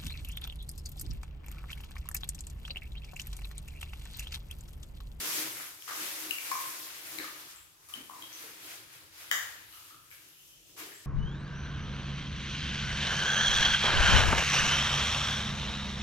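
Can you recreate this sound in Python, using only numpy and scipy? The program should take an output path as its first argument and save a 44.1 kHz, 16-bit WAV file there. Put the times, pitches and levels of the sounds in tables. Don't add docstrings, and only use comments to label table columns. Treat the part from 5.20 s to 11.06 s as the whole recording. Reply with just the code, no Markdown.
import sys
import numpy as np
from scipy import signal
from scipy.fft import irfft
from scipy.io import wavfile

SR = 44100
rng = np.random.default_rng(int(sys.argv[2]) if len(sys.argv) > 2 else 0)


def elevation(decibels):
    levels = np.asarray(decibels, float)
    return 10 ** (levels / 20)


def pcm_store(signal):
    levels = np.round(np.clip(np.atleast_2d(signal), -1, 1) * 32767)
    wavfile.write(sys.argv[1], SR, levels.astype(np.int16).T)


N = 258420

# start_s, rise_s, spray_db,
# fade_db_per_s, stir_depth_db
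MOVES = [(-0.1, 0.16, -39.5, 35, -1), (0.03, 0.16, -37.5, 72, -1.5), (0.328, 0.097, -47, 97, -1),
         (0.558, 0.11, -52.5, 60, -4.5), (0.672, 0.011, -47, 25, 1.5), (0.7, .12, -41.5, 16.5, -1),
         (1.2, .11, -42.5, 25, -1.5), (1.38, 0.036, -46.5, 32, -0.5), (1.8, 0.13, -47.5, 50, 0),
         (1.97, 0.072, -49.5, 56, 2.5), (2.12, 0.092, -54.5, 70, 1.5), (2.685, 0.01, -54.5, 44, -4.5),
         (2.72, 0.043, -57, 74, 5), (2.87, 0.16, -56, 20, 1.5), (3.07, 0.17, -52, 44, 1.5),
         (3.36, .16, -50.5, 79, 2), (3.68, 0.061, -58, 50, 2.5), (3.91, 0.12, -53, 42, 1.5),
         (4.46, 0.12, -57, 48, -2.5), (4.9, .03, -59, 47, -0.5), (5.15, 0.15, -61.5, 93, -16),
         (5.46, .04, -65, 200, -3.5), (5.561, 0.04, -48, 72, 2), (5.82, 0.052, -66, 50, 7),
         (1.6, 0.12, -54.5, 23, 3),
    (2.25, 0.057, -56.5, 97, 1),
    (2.58, 0.085, -64, 20, -0.5),
    (4.12, 0.11, -54, 42, 4),
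    (4.63, 0.073, -59, 110, -1.5),
    (4.8, .08, -66, 38, -3),
    (5.0, .06, -66, 50, -2),
]
# pitch_hz, level_db (per Hz)
SPRAY_COLOUR = [(210, -33), (350, -6.5), (622, -1.5), (779, -4), (1060, -2), (1280, -5), (1650, 1.5),
                (6530, -3), (9140, -7), (12200, -2.5), (16000, -20.5)]
# start_s, peak_db, pitch_hz, ring_ms, echo_share_db
POPS = [(0.623, -39.5, 3080, 4.3, -7), (0.679, -36, 1200, 9.4, 5.5), (1.109, -22.5, 2770, 18, -4.5),
        (1.185, -32, 2320, 13, -3), (1.315, -27, 1069, 50, 2), (1.319, -35.5, 1073, 100, -1),
        (1.986, -31, 2170, 9.2, -2.5), (2.043, -37.5, 1244, 20, -0.5), (2.687, -54.5, 1190, 16, 8),
        (2.738, -30.5, 3040, 21, -6), (2.897, -37.5, 1040, 14, 3), (3.023, -38.5, 3190, 12, 2.5),
        (4.113, -20, 1920, 10, 2.5), (4.113, -24.5, 3040, 14, -4), (4.526, -49, 2900, 9.9, 4.5),
        (4.707, -50.5, 1270, 20, 4.5), (4.913, -49.5, 2260, 9.8, 3), (5.169, -58, 2800, 12, 1),
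        (5.567, -52, 1104, 5.7, 12), (5.719, -48, 1770, 11, 6), (1.9863, -32, 4000, 6.8, -1.5),
        (3.1287, -40, 6000, 6, 5), (5.7394, -45, 7550, 5.6, 4)]
# start_s, peak_db, pitch_hz, echo_share_db
SMALL_POPS = [(1.316, -34, 2310, 0), (1.318, -38, 1650, 0), (2.36, -42.5, 7500, 0.5),
              (2.0, -35.5, 1730, 3.5), (2.688, -45, 10000, -4), (2.35, -55.5, 1280, 0), (2.76, -55, 261, 7),
              (3.023, -45, 3750, 1.5), (3.239, -52.5, 462, 0), (4.113, -34.5, 1300, 2),
              (4.1139, -30, 1690, 2), (4.525, -53, 4000, 5), (4.535, -51, 1280, 3.5), (4.59, -54, 1290, 1),
              (4.745, -54.5, 1300, 4), (4.80, -65, 1270, 6), (4.905, -46, 12000, 4),
              (4.915, -53, 1640, 4.5), (5.087, -48, 11400, 2), (5.62, -52, 390, 4)]
# start_s, peak_db, pitch_hz, echo_share_db
GULPS = [(0.37, -37.5, 2000, 1), (0.4, -36.5, 1320, -2), (0.41, -39, 1490, -7.5), (0.69, -34, 1650, -3),
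         (.698, -34, 1570, 3.5), (.71, -39, 980, 4), (4.914, -49, 2800, 0), (4.114, -38, 920, 1.5),
         (4.1145, -29, 1540, 4), (4.114, -37, 2370, 1), (1.108, -34, 2560, -2), (0.37, -42, 1600, -1),
         (0.67, -46, 1900, -4)]
# start_s, peak_db
TEARS = [
    (1.109, -25),
    (1.316, -32),
    (2.688, -46),
    (2.737, -47),
    (4.113, -24),
    (4.912, -52),
    (1.408, -40),
    (2.046, -43),
    (2.184, -48),
    (4.19, -32),
]
# pitch_hz, level_db (per Hz)
SLAP_COLOUR = [(290, -56), (500, -39), (831, -21), (1640, -13), (1840, -3.5), (2430, -18), (3810, -10.5),
               (4210, -26), (4600, -18), (6900, -10), (9090, -25), (13300, -18), (16000, -36)]
# crest_s, level_db, length_s
WAVES = [(0.035, -49, 0.19), (0.208, -47.5, 0.12), (0.36, -60, 0.072), (0.73, -71, 0.056),
         (0.832, -51.5, 0.082), (0.967, -60, 0.11), (1.09, -54, 0.079), (1.315, -58.5, 0.064),
         (1.49, -59.5, 0.12), (1.61, -59, 0.12), (1.82, -65.5, .12), (2.0, -50, 0.092), (2.14, -60, .08),
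         (2.245, -62, 0.067), (2.81, -60.5, .07), (3.053, -61.5, 0.14), (3.25, -57.5, 0.072),
         (3.45, -59.5, 0.091), (3.626, -63.5, .1), (3.83, -67.5, .12), (4.12, -67, .12), (4.412, -68, .07),
         (4.73, -68, 0.084), (5.09, -70.5, 0.11), (5.623, -57.5, 0.091), (5.703, -60, 0.069)]
# pitch_hz, width_hz, level_db
BUCKET_AIR = [
    (313.7, 18.6, -0.5),
    (156, 59, -11),
    (385, 25, -8.5),
    (482, 210, -8),
]
# start_s, pitch_hz, level_db
SQUEAKS = [
    [(3.6, 10700, -98), (3.63, 10450, -70), (3.7, 10600, -73), (3.76, 10500, -77.5), (3.84, 10250, -71),
     (3.87, 10300, -95)],
    [(5.35, 11500, -96), (5.38, 12000, -75), (5.44, 13900, -73), (5.48, 15300, -73), (5.505, 15700, -73),
     (5.56, 14400, -74), (5.58, 14200, -95)],
    [(5.35, 9900, -88), (5.38, 10400, -78), (5.44, 11900, -75), (5.48, 12450, -71), (5.505, 12800, -71),
     (5.56, 12050, -75), (5.58, 11900, -95)],
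]
# start_s, pitch_hz, level_db
THREAD = [
    (5.15, 2960, -95),
    (5.18, 2920, -75),
    (5.25, 3030, -71.5),
    (5.33, 3100, -68.5),
    (5.45, 3240, -92),
    (5.55, 3300, -95),
]
# pitch_hz, time_to_fall_60_db_s
TILES = [(200, .9), (1000, .7), (2000, .6), (3000, .55), (8000, .6), (15000, .55)]
# pitch_hz, likeness (1 = the same)
LIKENESS = [(60, 0.73), (100, 0.53), (180, 0.48), (310, 0.57), (550, 0.52), (950, 0.18), (1650, -0.098),
            (2860, 0.058), (4970, -0.088), (8640, -0.00025), (15000, -0.038)]
# pitch_hz, left_over_right_db
LEAN = [(60, 3.5), (100, 7.5), (180, 2.5), (310, 1), (550, 5.5), (950, 3), (1650, 3), (2860, 3.5),
        (4970, 0), (8640, 0), (15000, 4)]
# pitch_hz, level_db (per Hz)
HUM_COLOUR = [(15, -41), (25, -3), (123, 7), (223, -17), (309, -8.5), (427, -7), (754, -11), (1370, -4),
              (2220, -8), (2990, -4), (8830, -5), (12200, -4.5), (16000, -25)]
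# pitch_hz, level_db (relative)
MOTOR = [
    (167.4, -79.5),
    (119, -77),
]


def in_time(rows):
    s, *columns = np.transpose(rows)
    return [np.interp(np.arange(N) / SR, s, c) for c in columns]


def at_hz(points, hz):
    table_hz, values = np.transpose(points)
    return np.interp(np.log(hz), np.log(table_hz), values)


def rms_one(x):
    return x / np.sqrt(np.mean(x ** 2) + 1e-20)


def drift(rate):
    r = np.exp(-80 * np.pi * rate / SR)
    slow = signal.lfilter([1], [1, -2 * r, r * r], rng.standard_normal(N // 40 + 2002))[2000:]
    return np.interp(np.arange(N) / 40, np.arange(len(slow)), rms_one(slow))


def stereo(mid, side, alike):
    return np.sqrt(1 + alike) * mid + np.sqrt(1 - alike) * side * [[1], [-1]]


def left_right(lean_db):
    return elevation(lean_db / 2 * np.array([[1], [-1]]))


def bands(white):
    edges = 28 * 2 ** np.arange(0, 9.6, .5)
    for k, (low, high) in enumerate(zip(edges, edges[1:])):
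        band_filter = signal.butter(2, [low, high], "band", fs=SR, output="sos")
        mid, side = signal.sosfilt(band_filter, white[k % 2])
        hz = np.sqrt(low * high)
        alike = np.clip(at_hz(LIKENESS, hz), -1, 1)
        yield hz, left_right(at_hz(LEAN, hz)) * stereo(mid, side, alike) / np.sqrt(2)


def droplets(per_s, spread_db):
    shape = (2, 2, N)
    size_db = spread_db * np.minimum(rng.exponential(1, shape), 4)
    hits = elevation(size_db) * rng.choice([-1, 1], shape)
    return rms_one(hits * (rng.random(shape) < per_s / SR))


def stirring(depth_share):
    rise_power, settle_s, settle_db_per_s = 0.7, 0.46, 51
    t = np.arange(0, N + 32, 32) / SR
    power = 1e-12
    for s, rise_s, level_db, fade, depth_db in MOVES:
        after = np.maximum(t - s - rise_s, 0)
        loss_db = fade * after + settle_db_per_s * np.maximum(after - settle_s, 0)
        swell = np.clip((t - s) / max(rise_s, .002), 0, 1) ** rise_power
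        power = power + (swell * elevation(level_db + depth_share * depth_db - loss_db)) ** 2
    return np.interp(np.arange(N) / SR, t, np.sqrt(power))


def swish(patchy_db):
    layers = np.zeros((3, 2, N))
    for hz, band in bands(droplets(per_s=16000, spread_db=3.0)):
        if hz > 380:
            layer = int(hz < 4500) + int(hz < 1000)
            layers[layer] += elevation(at_hz(SPRAY_COLOUR, hz) + patchy_db * drift(11.2)) * band
    spray, trickle, wash = [rms_one(layer) for layer in layers]
    spray = elevation(3.5) * stirring(0) * spray
    trickle = elevation(1.5) * stirring(0.98) * trickle
    wash = elevation(-14) * stirring(1.2) * wash
    return spray + trickle + wash


def add(track, s, sound):
    i = round(s * SR)
    track[i:i + len(sound)] += sound[:N - i]


def burst(hz, t60, rise=.025, swell_s=.0009):
    t = np.arange(int(.08 * SR)) / SR
    shape = (1 - np.exp(-t / swell_s)) * elevation(-60 * t / t60)
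    return shape / shape.max() * np.sin(2 * np.pi * hz * (t + rise * t ** 2 / t60))


def slap():
    size, region, spread_s = 2048, 12, .0055
    bins = np.arange(size // 2 + 1)
    arrival_s = 0.000815 + spread_s * rng.random(len(bins))[bins // region] ** 1.497
    phase = -2 * np.pi * np.cumsum(arrival_s) * SR / size
    colour = elevation(at_hz(SLAP_COLOUR, (bins + 1) * SR / size))
    return elevation(-42) * rms_one(irfft(colour * np.exp(1j * phase)))


def pops():
    direct, sent = np.zeros(N), np.zeros(N)
    crack_db, small_crack_db = -9, -25
    small_ring_ms, ring_slope, gulp_ring_ms = 18, 0.62, 4.9
    events = [(*pop, crack_db) for pop in POPS]
    for s, db, hz, echo_db in SMALL_POPS:
        events.append((s, db, hz, small_ring_ms * (1000 / hz) ** ring_slope, echo_db, small_crack_db))
    for s, db, hz, echo_db in GULPS:
        events.append((s, db, hz, gulp_ring_ms, echo_db, small_crack_db))

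    noise = np.diff(rng.standard_normal((57, 400)))
    cracks = noise * elevation(-5.5 - 60 * np.arange(noise.shape[1]) / SR / 0.014)
    for (s, peak_db, hz, ring_ms, echo_db, below_db), crack in zip(events, np.tile(cracks, (2, 1))):
        sound = elevation(peak_db) * burst(hz, max(ring_ms, 1) / 1000)
        sound[:len(crack)] += elevation(peak_db + below_db) * crack
        add(direct, s, sound)
        add(sent, s, elevation(echo_db) * sound)
    for (s, peak_db), crack in zip(TEARS, cracks[::-1]):
        add(direct, s, elevation(peak_db) * crack)
        add(sent, s, elevation(peak_db - 1) * crack)

    blow, slap_s = slap(), 4.1118
    add(direct, slap_s, blow)
    add(sent, slap_s, elevation(5.5) * blow)
    return direct, sent


def rocking():
    build_db, ebb_db = 10, 9.5
    t = np.arange(N) / SR
    power = elevation(-77) ** 2
    for s, level_db, length_s in WAVES:
        lengths = (t - s) / max(length_s, .01)
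        power = power + elevation(level_db - np.maximum(ebb_db * lengths, -build_db * lengths)) ** 2
    return np.sqrt(power)


def slosh():
    out = 0
    for hz, width_hz, level_db in BUCKET_AIR:
        r = np.exp(-np.pi * width_hz / SR)
        ring = [1, -2 * r * np.cos(2 * np.pi * hz / SR), r * r]
        mid, side = signal.lfilter([1, 0, -1], ring, rng.standard_normal((2, N)))
        out = out + elevation(level_db) * stereo(rms_one(mid), rms_one(side), alike=.85)
    return rocking() * rms_one(out)


def tone(hz):
    return np.sqrt(2) * np.sin(2 * np.pi * np.cumsum(hz) / SR)


def whistles():
    squeaks = 0
    for hz, db in map(in_time, SQUEAKS):
        squeaks = squeaks + elevation(db + 2.5 * drift(30)) * tone(hz * (1 + .002 * drift(40)))
    hz, db = in_time(THREAD)
    thread = elevation(db + 1 + 3.5 * drift(40)) * tone(hz * (1 + 0.035 * drift(118.4)))
    return squeaks + thread


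def bathroom(x):
    echo_db, first_wall_s = -2, 0.0089
    t = np.arange(SR) / SR
    tail = 0
    for hz, band in bands(rng.standard_normal((2, 2, SR))):
        tail = tail + elevation(-60 * t / at_hz(TILES, hz)) * band
    tail *= np.clip(t / first_wall_s - .15, 0, 1)
    tail = elevation(echo_db) * rms_one(tail) / np.sqrt(SR / 4)
    return signal.fftconvolve(x[None], tail, axes=1)[:, :N]


def hum():
    noise = 0
    for hz, band in bands(rng.standard_normal((2, 2, N))):
        noise = noise + elevation(at_hz(HUM_COLOUR, hz) + 3.5 * drift(1.54)) * band
    t = np.arange(N) / SR
    tones = 0
    for hz, db in MOTOR:
        level = elevation(db - 3.5 + 3.2 * drift(0.71))
        tones = tones + level * np.sin(2 * np.pi * hz * t + 2.0 * drift(1.23))
    return elevation(-59.5) * rms_one(noise) + tones


def scene():
    direct, sent = pops()
    thin = whistles()
    near = (direct + thin) * left_right(11)
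    near[1] = np.roll(near[1], 9)
    echo = bathroom(sent + elevation(-8) * thin)
    return near + echo + swish(patchy_db=0.97) + slosh() + hum()


def roll_off(x):
    return signal.sosfilt(signal.butter(12, 16790, fs=SR, output="sos"), x)


def record(dry):
    mix = signal.sosfilt(signal.butter(2, 45, "high", fs=SR, output="sos"), dry)
    mix = signal.sosfilt(signal.ellip(12, .5, 70, 15850, fs=SR, output="sos"), mix)
    return roll_off(mix)


dry = scene()
out = record(dry)
pcm_store(out)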